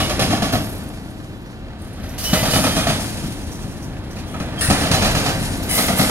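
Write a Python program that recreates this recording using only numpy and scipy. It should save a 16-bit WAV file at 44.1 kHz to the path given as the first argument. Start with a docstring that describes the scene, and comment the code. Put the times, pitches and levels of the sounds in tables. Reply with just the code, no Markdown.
"""A freight train of tall car carriers rolls over a rail crossing a few metres away.
Each group of bogies announces itself with a scrape of flanges sticking and slipping on the rail,
then its wheels hammer over the rail gaps: wagons thud, frames clang, the crossing rings.
Between the groups the wagons rumble on and push a deep swell of air; chains and grit rattle.
Two closely spaced microphones hear it from the right."""
import sys
import numpy as np
from scipy import signal
from scipy.fft import rfft, irfft, next_fast_len
from scipy.io import wavfile
from scipy.ndimage import map_coordinates

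SR = 44100
rng = np.random.default_rng(int(sys.argv[2]) if len(sys.argv) > 2 else 0)


def put_to_file(sound):
    """Save the sound as 16-bit audio at rate SR, in the file named by the first command-line argument."""
    columns = np.atleast_2d(sound).T  # one column per channel
    safe = np.clip(columns, -1, 1)
    whole_steps = np.round(safe * 32767)
    wavfile.write(sys.argv[1], SR, whole_steps.astype(np.int16))


N = 269010
TIME = np.arange(N) / SR
FFT_SIZE = next_fast_len(N, real=True)
FREQS = np.maximum(np.arange(FFT_SIZE // 2 + 1) * SR / FFT_SIZE, 1)

# a pair of coupled bogies rolls by: (arrives [s], leaves [s], wheel roar [dB], rail hiss [dB])
BOGIE_PASSES = [(0.0, 0.523, -27.5, -36), (2.394, 2.94, -26, -29.5), (4.79, 5.268, -21.5, -28),
                (5.8, 6.1, -25.5, -26.5)]
# how hard the wagons shake: (time [s], level [dB])
WAGON_SHAKING = [(0.0, -25), (0.37, -22.5), (0.95, -31), (2.04, -34.5), (2.58, -21), (3.31, -28),
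                 (4.21, -30), (4.99, -21.5), (5.64, -24), (6.1, -26.5)]
# steel knocks on a bogie frame: (time [s], lowest mode [Hz], level [dB], rail ring [dB])
FRAME_KNOCKS = [(0.002, 614, -16, -22), (0.107, 613, -15.5, -28), (0.192, 548, -13, -28),
                (0.222, 745, -27, -24), (0.323, 746, -14, -28), (0.331, 700, -12.5, -28),
                (0.423, 700, -25, -28), (0.445, 640, -20, -30), (0.534, 730, -22, -22),
                (0.553, 726, -14.5, -33), (2.334, 650, -20, -22.5), (2.432, 650, -20, -40),
                (2.558, 830, -19, -21), (2.588, 616, -18, -32), (2.644, 720, -14, -34),
                (2.767, 650, -20, -25), (2.868, 678, -9, -25), (2.897, 690, -19, -27),
                (4.342, 1290, -26, -50), (4.4, 1275, -25, -39), (4.704, 690, -23, -20),
                (4.918, 650, -20, -23), (4.944, 784, -18, -19), (5.022, 680, -20, -24),
                (5.149, 614, -17, -28), (5.261, 710, -12, -38), (5.786, 660, -14, -24),
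                (5.884, 610, -23, -29), (5.902, 700, -16, -30), (5.995, 606, -18, -21)]


def from_db(db):
    """Decibels to gain."""
    return 10 ** (np.asarray(db) / 20)


def unit_rms(x):
    """Scale to an rms of 1."""
    return x / np.sqrt(np.mean(x ** 2) + 1e-20)


def over_hz(points):
    """Read a (frequency, value) curve along a log-frequency axis."""
    hz, value = np.transpose(points)
    return np.interp(np.log(FREQS), np.log(hz), value)


def colour(points):
    """Gain of an EQ curve, rolling off beyond its ends."""
    inside = np.minimum(FREQS / points[0][0], 1) * np.minimum(points[-1][0] / FREQS, 1)
    return from_db(over_hz(points)) * inside ** 2


def resonances(modes):
    """Power gain of a set of (frequency, width, level) peaks."""
    return sum(from_db(db) ** 2 / (1 + (2 * (FREQS - hz) / width) ** 2) for hz, width, db in modes)


def steel(ripple_db, spacing_hz):
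    """Large steel parts have crowds of narrow modes: a rippled EQ that flattens out in the bass."""
    knots = np.cumsum(rng.uniform(.5, 1.5, 4000)) * spacing_hz
    ripple = np.interp(FREQS, knots, np.minimum(rng.standard_normal(4000), 2.5))
    return from_db(ripple_db * ripple * np.minimum(FREQS / 600, 1))


def drift(rate_hz):
    """Smooth random modulation of rms 1."""
    smooth = irfft(rfft(rng.standard_normal(FFT_SIZE)) / (1 + (FREQS / rate_hz) ** 2))
    return unit_rms(smooth[:N])


def stereo_noise(gain):
    """Coloured noise of rms 1 at the two microphones, wider in the treble."""
    # likeness of left and right: (frequency [Hz], correlation [0-1])
    likeness = [(30, .88), (200, .92), (700, .89), (1300, .8), (2600, .73), (4500, .54), (8000, .45),
                (15000, .25)]
    alike = np.clip(over_hz(likeness), 0, .99)
    mid, side = rng.standard_normal((2, 2 * len(FREQS))).view(complex)   # two white spectra
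    mid, side = mid * (gain * np.sqrt(1 + alike)), side * (gain * np.sqrt(1 - alike))
    return unit_rms(irfft(np.array([mid + side, mid - side], np.complex64))[:, :N])


def swell(start, rise, hold, t60):
    """Envelope that rises, holds, then dies away exponentially; times in seconds."""
    out = np.zeros(N)
    live = slice(*np.searchsorted(TIME, [start, start + rise + hold + t60]))
    age = TIME[live] - start
    out[live] = np.clip(age / rise, 0, 1) * from_db(-60 * np.maximum(age - rise - hold, 0) / t60)
    return out


def chatter(per_s, t60, share):
    """Loose parts knock at random: a gain of rms 1, small sharp bursts over a steady bed."""
    ticks = (rng.random(N) < per_s / SR) * np.minimum(rng.exponential(1, N), 3) ** 2
    power = signal.lfilter([1], [1, -from_db(-120 / (t60 * SR))], ticks + 1e-18)
    return np.sqrt(1 - share + share * power / power.mean())


def ring(clicks, hz, t60):
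    """One mode: a unit click sets a sine of height 1 ringing."""
    radius, angle = from_db(-60 / (t60 * SR)), 2 * np.pi * hz / SR
    poles = [1, -2 * radius * np.cos(angle), radius * radius]
    return signal.lfilter([0, np.sin(angle)], poles, clicks + 1e-18)


def struck(start, hz, rise, t60):
    """A heavy part, hit once, swings as a damped sine."""
    out = swell(start, rise, 0, t60)
    live = np.flatnonzero(out)
    out[live] *= np.sin(2 * np.pi * hz * (TIME[live] - start))
    return out


def roar_envelope(speed_m_per_s=21.5, distance_m=1.344, spreading=0.83):
    """The wheel roar is full while a pair of bogies is abreast and fades with its distance."""
    power = 0
    for arrives, leaves, db, _ in BOGIE_PASSES:
        along_m = speed_m_per_s * (TIME - np.clip(TIME, arrives, leaves))
        nearness = distance_m / np.hypot(distance_m, along_m)
        power += (from_db(db) * nearness ** spreading) ** 2
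    return np.sqrt(power)


def hiss_envelope(rise_db_per_s=78, fall_db_per_s=18, floor_db=-72):
    """The rail carries its hiss a little ahead of each pair of bogies and far behind it."""
    power = from_db(floor_db) ** 2
    for arrives, leaves, _, db in BOGIE_PASSES:
        ahead_db = rise_db_per_s * np.maximum(arrives - TIME, 0)
        behind_db = fall_db_per_s * np.maximum(TIME - leaves, 0)
        power += from_db(db - ahead_db - behind_db) ** 2
    return np.sqrt(power)


def rolling(rumble_db, roar_db, hiss_db, waver_db=1.1):
    """Rough treads on rough rail: the wagons rumble, the wheels roar, the worn rail hisses unevenly."""
    # tone of wagons, wheels and rail: (frequency [Hz], level [dB])
    rumble_eq = [(42, -7.5), (58, -2), (105, 0), (150, -3.5), (250, -4), (320, -6.5), (430, -16),
                 (900, -21.5)]
    roar_eq = [(250, -45), (420, -3.5), (680, 3), (1000, -5.5), (1300, -4), (1700, -5), (2600, -10),
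               (4000, -10.5), (6000, -23), (10000, -30)]
    hiss_eq = [(2000, 9.5), (4000, 11.5), (6500, 7.5), (8000, 7.5), (10300, 9.5), (12500, 2.5),
               (15500, -11)]
    shaking_db = np.interp(TIME, *np.transpose(WAGON_SHAKING))
    rail = steel(ripple_db=2.4, spacing_hz=28)
    rumble = from_db(shaking_db + rumble_db) * stereo_noise(colour(rumble_eq))
    roar = roar_envelope() * from_db(roar_db) * stereo_noise(colour(roar_eq) * rail)
    roar *= chatter(per_s=63, t60=0.056, share=0.13)
    hiss = hiss_envelope() * from_db(hiss_db) * stereo_noise(colour(hiss_eq) * rail)
    hiss *= chatter(per_s=70, t60=0.14, share=0.22)
    return rumble + roar + hiss * from_db(waver_db * drift(16))


def draught(sway_db, gust_db, follows=0.36):
    """The shaking wagon sides push a slow, deep swell of air; an open wagon end adds a gust."""
    # sub-bass of the moving air: (frequency [Hz], level [dB])
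    air_eq = [(16, -19), (26, -2), (38, 17), (48, -12)]
    shaking_db = np.interp(TIME, *np.transpose(WAGON_SHAKING))
    sway = from_db(sway_db + follows * (shaking_db - shaking_db.mean()))
    gust = from_db(gust_db) * swell(start=4.57, rise=0.45, hold=0.18, t60=2.3)
    return np.hypot(sway, gust) * stereo_noise(colour(air_eq))


def far_wagons():
    """The long line of wagons further off booms, swelling and sinking slowly."""
    # tone of the boom: (frequency [Hz], level [dB])
    boom_eq = [(45, 0), (70, -1.5), (120, -3.5), (160, -13.5)]
    # its rise and fall: (time [s], level [dB])
    boom_levels = [(0.0, -43), (0.8, -46), (1.4, -43.5), (2.25, -32), (3.0, -38), (3.7, -33.5), (4.4, -36),
                   (5.0, -45), (6.1, -34)]
    return from_db(np.interp(TIME, *np.transpose(boom_levels))) * stereo_noise(colour(boom_eq))


def fittings(level_db, per_s, t60):
    """Chains and brake rigging tick and jingle, the harder the louder the rail hisses."""
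    # modes of small loose steel parts: (frequency [Hz])
    pitches = [3900, 4300, 4700, 5100, 5600, 6100, 6700, 7300, 8300, 8700, 9100, 9500, 9900, 10400, 10900,
               11700, 12600, 13500, 14400]
    at = np.flatnonzero(rng.random(N) < per_s / SR)
    force = rng.uniform(.3, 1, len(at))
    out = np.zeros((2, N))
    for hz in pitches:
        clicks = np.zeros((2, N))
        clicks[:, at] = force * rng.standard_normal((2, len(at)))
        out += ring(clicks, hz, t60)
    return unit_rms(out) * hiss_envelope() * from_db(level_db)


def wheel_singing(waver_hz, flutter_db, sharp_hz=30, settle_s=.015):
    """Stick and slip keeps one wheel mode going: an almost pure tone that starts sharp and settles."""
    # a wheel locks into a mode: (start [s], hold [s], pitch [Hz], level [dB])
    notes = [(0.008, 0.042, 2914, -28.5), (0.0, 0.072, 3640, -35), (0.02, .11, 12100, -49),
             (0.57, .04, 3320, -42), (1.32, 0.14, 12000, -68), (2.252, 0.04, 2978, -26.5),
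             (2.314, 0.08, 2960, -32), (2.358, 0.052, 2000, -32), (2.366, .1, 3195, -42),
             (2.444, 0.13, 3910, -39), (2.517, 0.052, 2965, -27.5), (2.56, 0.1, 9200, -38),
             (2.56, 0.079, 10230, -36), (2.7, 0.039, 3180, -31), (2.765, .09, 3310, -35),
             (2.768, 0.044, 2450, -35), (2.888, 0.044, 3400, -37), (4.577, 0.014, 3220, -30),
             (4.622, .02, 1825, -29.5), (6.01, .08, 11200, -40), (6.02, .08, 10740, -36.5)]
    waver_cycles = np.cumsum(waver_hz * drift(48)) / SR
    tones = np.zeros(N)
    for start, hold, hz, db in notes:
        envelope = swell(start, rise=0.0039, hold=hold, t60=0.15)
        live = envelope > 0
        pitch = hz + sharp_hz * np.exp((start - TIME[live]) / settle_s)
        cycles = np.cumsum(pitch) / SR + waver_cycles[live]
        tones[live] += from_db(db) * envelope[live] * np.sin(2 * np.pi * cycles)
    return np.sqrt(2) * tones * from_db(flutter_db * drift(50))


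def blow_envelope(hits, levels_db, t60, rebound_s=0.024):
    """Each wheel drops into the gap, then rebounds onto the far rail end."""
    power = np.zeros(N)
    for (start, *_, rise, rebound_db), db in zip(hits, levels_db):
        ring_s = t60 * from_db(0.26 * (db - levels_db.max()))   # light blows die sooner
        power += (from_db(db) * swell(start, rise, 0, ring_s)) ** 2
        power += (from_db(db + rebound_db) * swell(start + rebound_s, rise, 0, ring_s)) ** 2
    return np.sqrt(power)


def frame_ring(times, levels_db, modes, lag_s=0.01188, scatter_db=1.5):
    """Just after a wheel drops, the frame's low modes ring, each with a strength of its own."""
    at = np.clip((times + lag_s) * SR, 0, N - 1).astype(int)
    scatter = scatter_db * rng.standard_normal((len(at), len(modes)))
    out = np.zeros(N)
    for k, (hz, db, t60) in enumerate(modes):
        clicks = np.zeros(N)
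        clicks[at] = from_db(levels_db + db + scatter[:, k])
        out += (-1) ** k * ring(clicks, hz, t60)
    return out


def wheel_strikes(thud_db, clang_db, crack_db, panel_db, frame_db):
    """A blow thuds in the wagon, clangs in its bogie and the side panels, cracks in wheel and rail."""
    # wheels drop into the gaps: (time [s], clang [dB], thud [dB], crack [dB], rise [s], rebound [dB])
    drops = [(0.001, -15, -16, -25, 0.00069, -7.5), (0.093, -16, -19, -28.5, .004, -8),
             (0.192, -12.5, -16, -23.5, .003, -2.5), (0.299, -14.5, -18.5, -29, 0.0071, -1),
             (0.418, -16, -16, -27, 0.0051, -6), (0.52, -14.5, -13.5, -29.5, .01, -5.5),
             (1.244, -46, -36.5, -72, .003, -8), (1.972, -34, -30, -53, 0.0033, 1),
             (2.033, -31, -25, -43.5, 0.0052, -6), (2.328, -12, -16.5, -23, .005, -13),
             (2.427, -15, -18.5, -26.5, 0.0057, 0), (2.531, -13.5, -15, -25.5, 0.0054, 0.5),
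             (2.636, -12.5, -21, -24.5, 0.0062, -3), (2.759, -15, -16.5, -26, 0.0085, -2.5),
             (2.868, -14, -15.5, -26, 0.0032, -1), (3.236, -31.5, -21.5, -41, 0.0065, -3),
             (3.642, -38, -28.5, -54, 0.0044, -5), (4.152, -33.5, -33, -43.5, 0.016, 2),
             (4.342, -24, -25.5, -57, .003, -9), (4.399, -22.5, -21.5, -39.5, 0.0026, -5),
             (4.698, -10, -10.5, -22.5, 0.0037, -11), (4.805, -17.5, -15.5, -27, .008, -5),
             (4.91, -13.5, -22, -21, 0.0048, -3.5), (5.016, -12.5, -16, -24.5, 0.0086, -0.5),
             (5.148, -16.5, -18, -25, 0.0036, -5), (5.255, -15.5, -26, -26.5, .008, -4),
             (5.773, -13, -19, -23.5, 0.0054, -16), (5.881, -11, -15.5, -28, 0.0026, -17),
             (5.986, -11, -13, -24, 0.0063, -2.5), (6.089, -10, -31, -28, 0.0088, -5)]
    # tone of thud, side panels, crack and the whole clang: (frequency [Hz], level [dB])
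    thud_eq = [(35, -5), (70, -7), (110, 1.5), (190, 4.5), (280, -2.5), (400, -16), (600, -28)]
    panel_eq = [(250, -27), (420, -1), (650, 0), (800, 2), (1000, -9.5), (1300, 1.5), (1600, -11),
                (2000, -6), (3200, -57), (6000, -10)]
    crack_eq = [(1000, -63), (2200, 0.5), (3500, 2), (5200, 0), (8000, -6), (10000, -5), (12500, -9),
                (15500, -22)]
    clang_eq = [(400, -1.3), (580, -1), (2500, -1.5), (4500, 0.14)]
    # clang resonances of each pair of bogies: (frequency [Hz], width [Hz], level [dB])
    first_pair = [(570, 200, 1.5), (1133, 56, 0), (1750, 120, -5), (2380, 42, -22), (2780, 120, -5),
                  (3220, 130, -4)]
    second_pair = [(650, 94, 5), (875, 21, 2.5), (1290, 180, 0), (1830, 110, -0.5), (2000, 36, -10),
                   (2480, 60, -7), (3000, 24, -8), (3180, 40, -3), (4060, 80, -9.5)]
    third_pair = [(700, 220, -3), (1080, 40, -13), (1290, 52, -1), (1750, 200, -4.5), (2000, 71, -4),
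                  (2440, 110, -1), (2590, 79, -14), (3360, 79, -11)]
    fourth_pair = [(670, 180, -8), (1230, 49, -14), (2080, 140, -3.5), (3250, 56, -6)]
    # low modes of frame and wagon floor, pair by pair: (frequency [Hz], level [dB], t60 [s])
    low_modes = [
        [(98, -8, 0.11), (165, -13, 0.26), (206.5, -4.5, 0.22), (299, -6, 0.5), (630, -16, 1),
         (690, -13.5, 0.98), (774, -13, 0.18)],
        [(85, -14, 0.44), (134, 6, 0.042), (192, 1, 0.046), (265.6, -7, 0.45), (557, -14, 0.17),
         (606, -36, 0.15), (740, -36, 0.13)],
        [(78, 4, 0.082), (124, -16, 0.33), (164, -1, 0.11), (242, -28, 0.23), (280.6, -1.5, 0.25),
         (557, -10, 0.16), (716, -28, 0.22)],
        [(72, -27, 0.18), (124, -7, 0.24), (157, -4, 0.13), (188.3, -1, 0.58), (249, -3, 0.54),
         (305, -8.5, 0.46), (523, -13, 0.48)],
    ]
    # the next pair takes over the crossing: (time [s])
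    handovers = [1.5, 4.0, 5.6]
    all_hits = np.array(drops)
    pair = np.searchsorted(handovers, all_hits[:, 0])
    metal, ringing = 0, 0
    for k, modes in enumerate([first_pair, second_pair, third_pair, fourth_pair]):
        hits = all_hits[pair == k]
        times, clangs, thuds, cracks = hits.T[:4]
        ripple = steel(ripple_db=3.2, spacing_hz=50)
        panels = from_db(panel_db) * colour(panel_eq)
        body = np.sqrt(resonances(modes) + panels ** 2) * colour(clang_eq) * np.sqrt(ripple)
        clang = blow_envelope(hits, clangs + clang_db, t60=0.37) * stereo_noise(body)
        edge = colour(crack_eq) * ripple
        crack = blow_envelope(hits, cracks + crack_db, t60=0.49) * stereo_noise(edge)
        metal += clang + crack
        ringing += frame_ring(times, thuds + frame_db, low_modes[k])
    thud = blow_envelope(all_hits, all_hits[:, 2] + thud_db, t60=0.39) * stereo_noise(colour(thud_eq))
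    return thud + metal * chatter(per_s=380, t60=0.023, share=0.029) + ringing


def steel_knocks(level_db):
    """Steel hits the bogie frame: short, hard knocks that stand out of the clatter."""
    # modes of the struck part: (ratio to the lowest mode, level [dB], t60 [s])
    modes = [(0.999, 0, 0.072), (1.9, -16, 0.034), (2.7, -13, 0.026), (4.7, -14, .03)]
    return sum(from_db(db + level_db + mode_db) * struck(start, hz * ratio, rise=1 / hz, t60=t60)
               for start, hz, db, _ in FRAME_KNOCKS for ratio, mode_db, t60 in modes)


def rail_ring(level_db, max_delay_s=.003):
    """Each knock sets the crossing ringing, every mode with its own strength and slight delay."""
    # modes of the crossing's steel: (frequency [Hz], level [dB], t60 [s])
    modes = [(628.6, -0.5, 0.15), (763, -1.5, 0.24), (1140, -3, .06), (1280, 0, .06), (1406, -5, .05),
             (1730, -0.5, 0.073), (1883, -3, .07), (2120, -9, .05), (2450, 0, 0.072), (2680, -1, .05),
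             (3260, -3, 0.083), (3620, -9, 0.045), (4020, 2, 0.069), (4360, 3, 0.036), (5150, -12, .04),
             (6000, -6, .04)]
    times, _, _, ring_db = np.transpose(FRAME_KNOCKS)
    delay, strength = rng.random((len(times), len(modes), 2)).T
    out = np.zeros(N)
    for k, (hz, db, t60) in enumerate(modes):
        at = np.clip((times + max_delay_s * delay[k]) * SR, 0, N - 1).astype(int)
        clicks = np.zeros(N)
        clicks[at] = from_db(ring_db + db + level_db) * (.5 + strength[k])
        out += ring(clicks, hz, t60)
    return out


def load_thumps(level_db):
    """The wagon's weight lands on a spring with one deep thump."""
    # landings: (time [s], pitch [Hz], level [dB])
    thumps = [(0.216, 134, -8), (0.307, 193, -28), (0.336, 293, -12.5), (0.424, 188, -12), (0.54, 233, -10),
              (0.556, 207, -14), (2.3306, 175, -1), (2.426, 138, -5.5), (2.542, 139, -26),
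              (2.563, 200, -9.5), (2.651, 277, -10), (2.69, 227, -11.5), (3.235, 213, -25),
              (3.643, 118, -15), (4.686, 114, -4), (4.701, 198, -2.5), (4.723, 115, -17),
              (4.911, 174, -5.5), (4.939, 133, -5.5), (5.145, 111, -11.5), (5.994, 140, -23),
              (6.019, 238, -10.5)]
    return sum(from_db(db + level_db) * struck(start, hz, rise=0.003, t60=0.05)
               for start, hz, db in thumps)


def flange_scrapes(rubbing_db, unsteady_db):
    """Stick and slip of a flange drives its wheel's resonances and crushes grit on the rail."""
    # flange contacts: (start [s], rise [s], hold [s], t60 [s], level [dB], pan L-R [dB], voice)
    scrapes = [(0.517, .01, 0.17, 0.69, -38.5, 2, "sizzle"), (0.52, .005, 0.023, 0.21, -33, 3, "spit"),
               (1.785, .01, .17, .7, -52, -1, "rasp"), (1.982, 0.078, 0.08, .5, -48.5, 4, "sizzle"),
               (2.178, .005, 0.11, 0.98, -29.5, -2, "rasp"), (2.181, .005, 0.49, 1, -37, 6, "spit"),
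               (2.234, 0.018, 0.011, 0.23, -23, 0, "shriek"), (2.29, 0.044, 0.05, .5, -27, 1, "skirl"),
               (2.48, 0.035, 0.041, 0.77, -23, -2, "rasp"), (2.994, .01, 0.028, 0.59, -35, 13, "rasp"),
               (3.17, 0.054, .07, .9, -44.5, 6, "graze"), (4.233, 0.042, 0.17, 0.77, -45, 2, "graze"),
               (4.583, 0.011, .01, .2, -32.5, 0, "rasp"), (4.605, 0.0069, 0.023, 0.76, -18, 1.5, "screech"),
               (4.606, .005, .02, .3, -37, 2, "spit"), (5.38, .03, 0.093, 0.68, -39.5, 13, "screech"),
               (5.62, 0.0073, .02, .4, -38, -4, "spit"), (5.683, 0.028, 0.06, 0.99, -22.5, 3, "squeal"),
               (5.7, 0.057, 0.026, 0.71, -23, -1, "spit"), (5.954, 0.018, 0.075, .76, -24, 0, "whine"),
               (5.979, .005, 0.0068, .15, -24, -3, "spit")]
    # wheel resonances for each voice: (frequency [Hz], width [Hz], level [dB])
    wheels = {"shriek": [(2990, 50, 3), (3980, 80, -2), (5200, 300, -11), (5680, 240, 0), (11300, 120, -10),
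              (12600, 200, -9), (13400, 200, -9)], "skirl": [(3980, 81, -3), (6070, 60, 0), (9300, 80, -4),
              (12300, 120, -11), (13200, 120, -8)], "screech": [(1370, 120, -1.5), (1840, 120, 3),
              (2640, 140, 0), (3930, 44, 4.5), (4180, 50, -1), (5030, 1400, -5.5), (8400, 180, -1.5),
              (9370, 160, 1), (9840, 200, 3), (10500, 180, -0.5), (13700, 90, -9)],
              "squeal": [(2100, 220, -5), (8200, 300, -8), (9050, 200, -8), (10250, 180, -1),
              (10600, 120, -5), (11600, 120, -5), (12400, 120, -10)], "whine": [(8200, 220, 2),
              (9000, 300, -4), (9950, 200, -3), (10750, 200, 2), (11250, 220, 5), (12200, 200, -4)],
              "spit": [(11200, 600, -6), (12200, 700, -5), (13400, 460, -9), (14200, 460, -9),
              (15100, 600, -17)], "sizzle": [(8600, 300, -2), (11280, 380, 9), (11720, 250, 8)],
              "graze": [(3330, 200, -1), (9200, 500, -14), (10200, 450, -7)], "rasp": [(3300, 830, -24),
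              (5030, 4000, -3.5), (9200, 590, -4.5), (10300, 700, -15), (11500, 800, -5),
              (13100, 1000, -18)]}
    # broad gritty rubbing between the resonances: (frequency [Hz], level [dB])
    rubbing_eq = [(800, -33), (1800, -21), (5000, -20), (10000, -17), (13000, -21), (15500, -27)]
    # voices whose light touch comes and goes: (voice, level spread [dB])
    sputter_db = {"sizzle": 2.5, "graze": 2.5}
    rubbing = from_db(rubbing_db) * colour(rubbing_eq)
    sides = np.array([[.5], [-.5]])
    out = np.zeros((2, N))
    for name, modes in wheels.items():
        grip = sum(from_db(db + pan * sides) * swell(start, rise, hold, t60)
                   for start, rise, hold, t60, db, pan, voice in scrapes if voice == name)
        if name in sputter_db:
            grip *= unit_rms(from_db(sputter_db[name] * np.minimum(drift(60), 2)))
        wheel = steel(ripple_db=3.5, spacing_hz=45) * np.sqrt(resonances(modes) + rubbing ** 2)
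        out += grip * stereo_noise(wheel)
    unsteady = from_db(unsteady_db * drift(70))
    crushed_grit = chatter(per_s=300, t60=0.019, share=0.15)
    return out * unsteady * crushed_grit


def rattles(level_db):
    """Grit spat from under a wheel and slack chain rattle in short bursts of tiny contacts."""
    # bursts between the bogies: (time [s], level [dB], material)
    cues = [(0.686, -42, "grit"), (0.719, -41, "grit"), (0.778, -45, "grit"), (0.828, -43, "grit"),
            (0.881, -45, "grit"), (1.046, -56.5, "grit"), (1.098, -47, "grit"), (1.452, -57, "chain"),
            (1.503, -58, "chain"), (1.812, -44, "grit"), (1.84, -52, "grit"), (1.868, -50, "grit"),
            (1.926, -49, "grit"), (2.085, -41.5, "chain"), (3.376, -46, "chain"), (3.426, -48, "chain"),
            (3.513, -39, "chain"), (3.612, -44, "chain"), (3.705, -50, "chain"), (3.763, -52, "chain"),
            (3.821, -43.5, "chain"), (4.102, -43.5, "chain"), (4.27, -46, "chain"), (5.565, -34, "grit")]
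    # decay and tone of grit and chain: (t60 [s], list of (frequency [Hz], level [dB]))
    materials = {"grit": (0.097, [(3500, -10), (7000, -13), (8800, -1), (11300, -1), (12600, -9),
                 (14000, -18)]), "chain": (0.3, [(4200, -9.5), (5900, 6), (7200, -1), (8800, -3),
                 (10400, -7), (13000, -4), (15000, -12)])}
    out = 0
    for name, (t60, eq) in materials.items():
        bursts = sum(from_db(db + level_db) * swell(start, rise=.009, hold=0, t60=t60)
                     for start, db, material in cues if material == name)
        out += bursts * stereo_noise(colour(eq) * steel(ripple_db=2.5, spacing_hz=110))
    return out * chatter(per_s=600, t60=.012, share=.3)


def flange_squeal(level_db, slip_jitter=.013):
    """A flange sticks and slips about a thousand times a second; all partials waver with that rate."""
    # nearly harmonic partials: (frequency [Hz], level [dB])
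    partials = [(2020, -33), (3005, -33), (3970, -36), (5000, -35), (6020, -38), (7040, -42), (8100, -44),
                (9080, -35), (10160, -32), (11210, -32), (12200, -32), (13270, -36)]
    envelope = swell(start=5.688, rise=0.012, hold=0.086, t60=0.25)
    live = np.flatnonzero(envelope)
    clock = (TIME + np.cumsum(slip_jitter * drift(150)) / SR)[live]
    out = np.zeros(N)
    out[live] = sum(from_db(db) * np.sin(2 * np.pi * (hz * clock + rng.random())) for hz, db in partials)
    return np.sqrt(2) * from_db(level_db) * envelope * out


def from_the_right(stereo):
    """Sound reaches the left microphone later, the more so the further the bogies have rolled."""
    # the nearest bogies move off until the next pair takes over: (time [s], left delay [ms])
    left_delay = [(0.0, 0.1), (1.5, 0.17), (2.15, 0.062), (3.1, 0.13), (4.2, 0.1), (5.62, 0.15),
                  (5.7, 0.12), (6.1, 0.14)]
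    lag_samples = np.interp(TIME, *np.transpose(left_delay)) * SR / 1000
    left = map_coordinates(stereo[0], [np.arange(N) - lag_samples], order=5, mode="nearest")
    return np.array([left, stereo[1]])


def scene():
    """A rolling bed, jingling fittings, blows at the crossing, and wheels that scrape and sing."""
    bed = rolling(rumble_db=-1.0, roar_db=-2.5, hiss_db=-2.0)
    bed += draught(sway_db=-42.0, gust_db=-29) + far_wagons()
    jingle = fittings(level_db=-17.0, per_s=70, t60=0.029) + rattles(level_db=1.0)
    impacts = wheel_strikes(thud_db=-4.5, clang_db=-7.0, crack_db=3.0, panel_db=-4.0, frame_db=-4.5)
    impacts += steel_knocks(level_db=-2.0) + rail_ring(level_db=-3.0) + load_thumps(level_db=-1.5)
    friction = flange_scrapes(rubbing_db=4.0, unsteady_db=0.5) + flange_squeal(level_db=-1.5)
    friction += wheel_singing(waver_hz=7.0, flutter_db=0.5)
    return from_the_right(bed + jingle + impacts + friction)


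def record(dry, notch_hz=7900, cutoff_hz=15750):
    """The two microphones differ in colour; a narrow treble notch, rounded peaks, the top cut."""
    # tonal balance of the pair: (frequency [Hz], L-R [dB])
    balance = [(30, 0), (280, 2.5), (550, -1), (1500, -0.8), (2300, -.5), (3200, -3), (4900, -5),
               (6300, 0.5), (8000, 1), (10000, 3.5), (12500, -2.5), (15000, -1)]
    tint = from_db(over_hz(balance) * np.array([[.5], [-.5]]))
    tinted = irfft(rfft(dry, FFT_SIZE) * tint)[:, :N]
    notched = signal.lfilter(*signal.iirnotch(notch_hz, Q=34, fs=SR), tinted)
    rounded = 1.5 * np.tanh(notched / 1.5)
    return signal.sosfilt(signal.ellip(12, .1, 90, cutoff_hz, fs=SR, output="sos"), rounded)


dry = scene()
out = record(dry)
put_to_file(out)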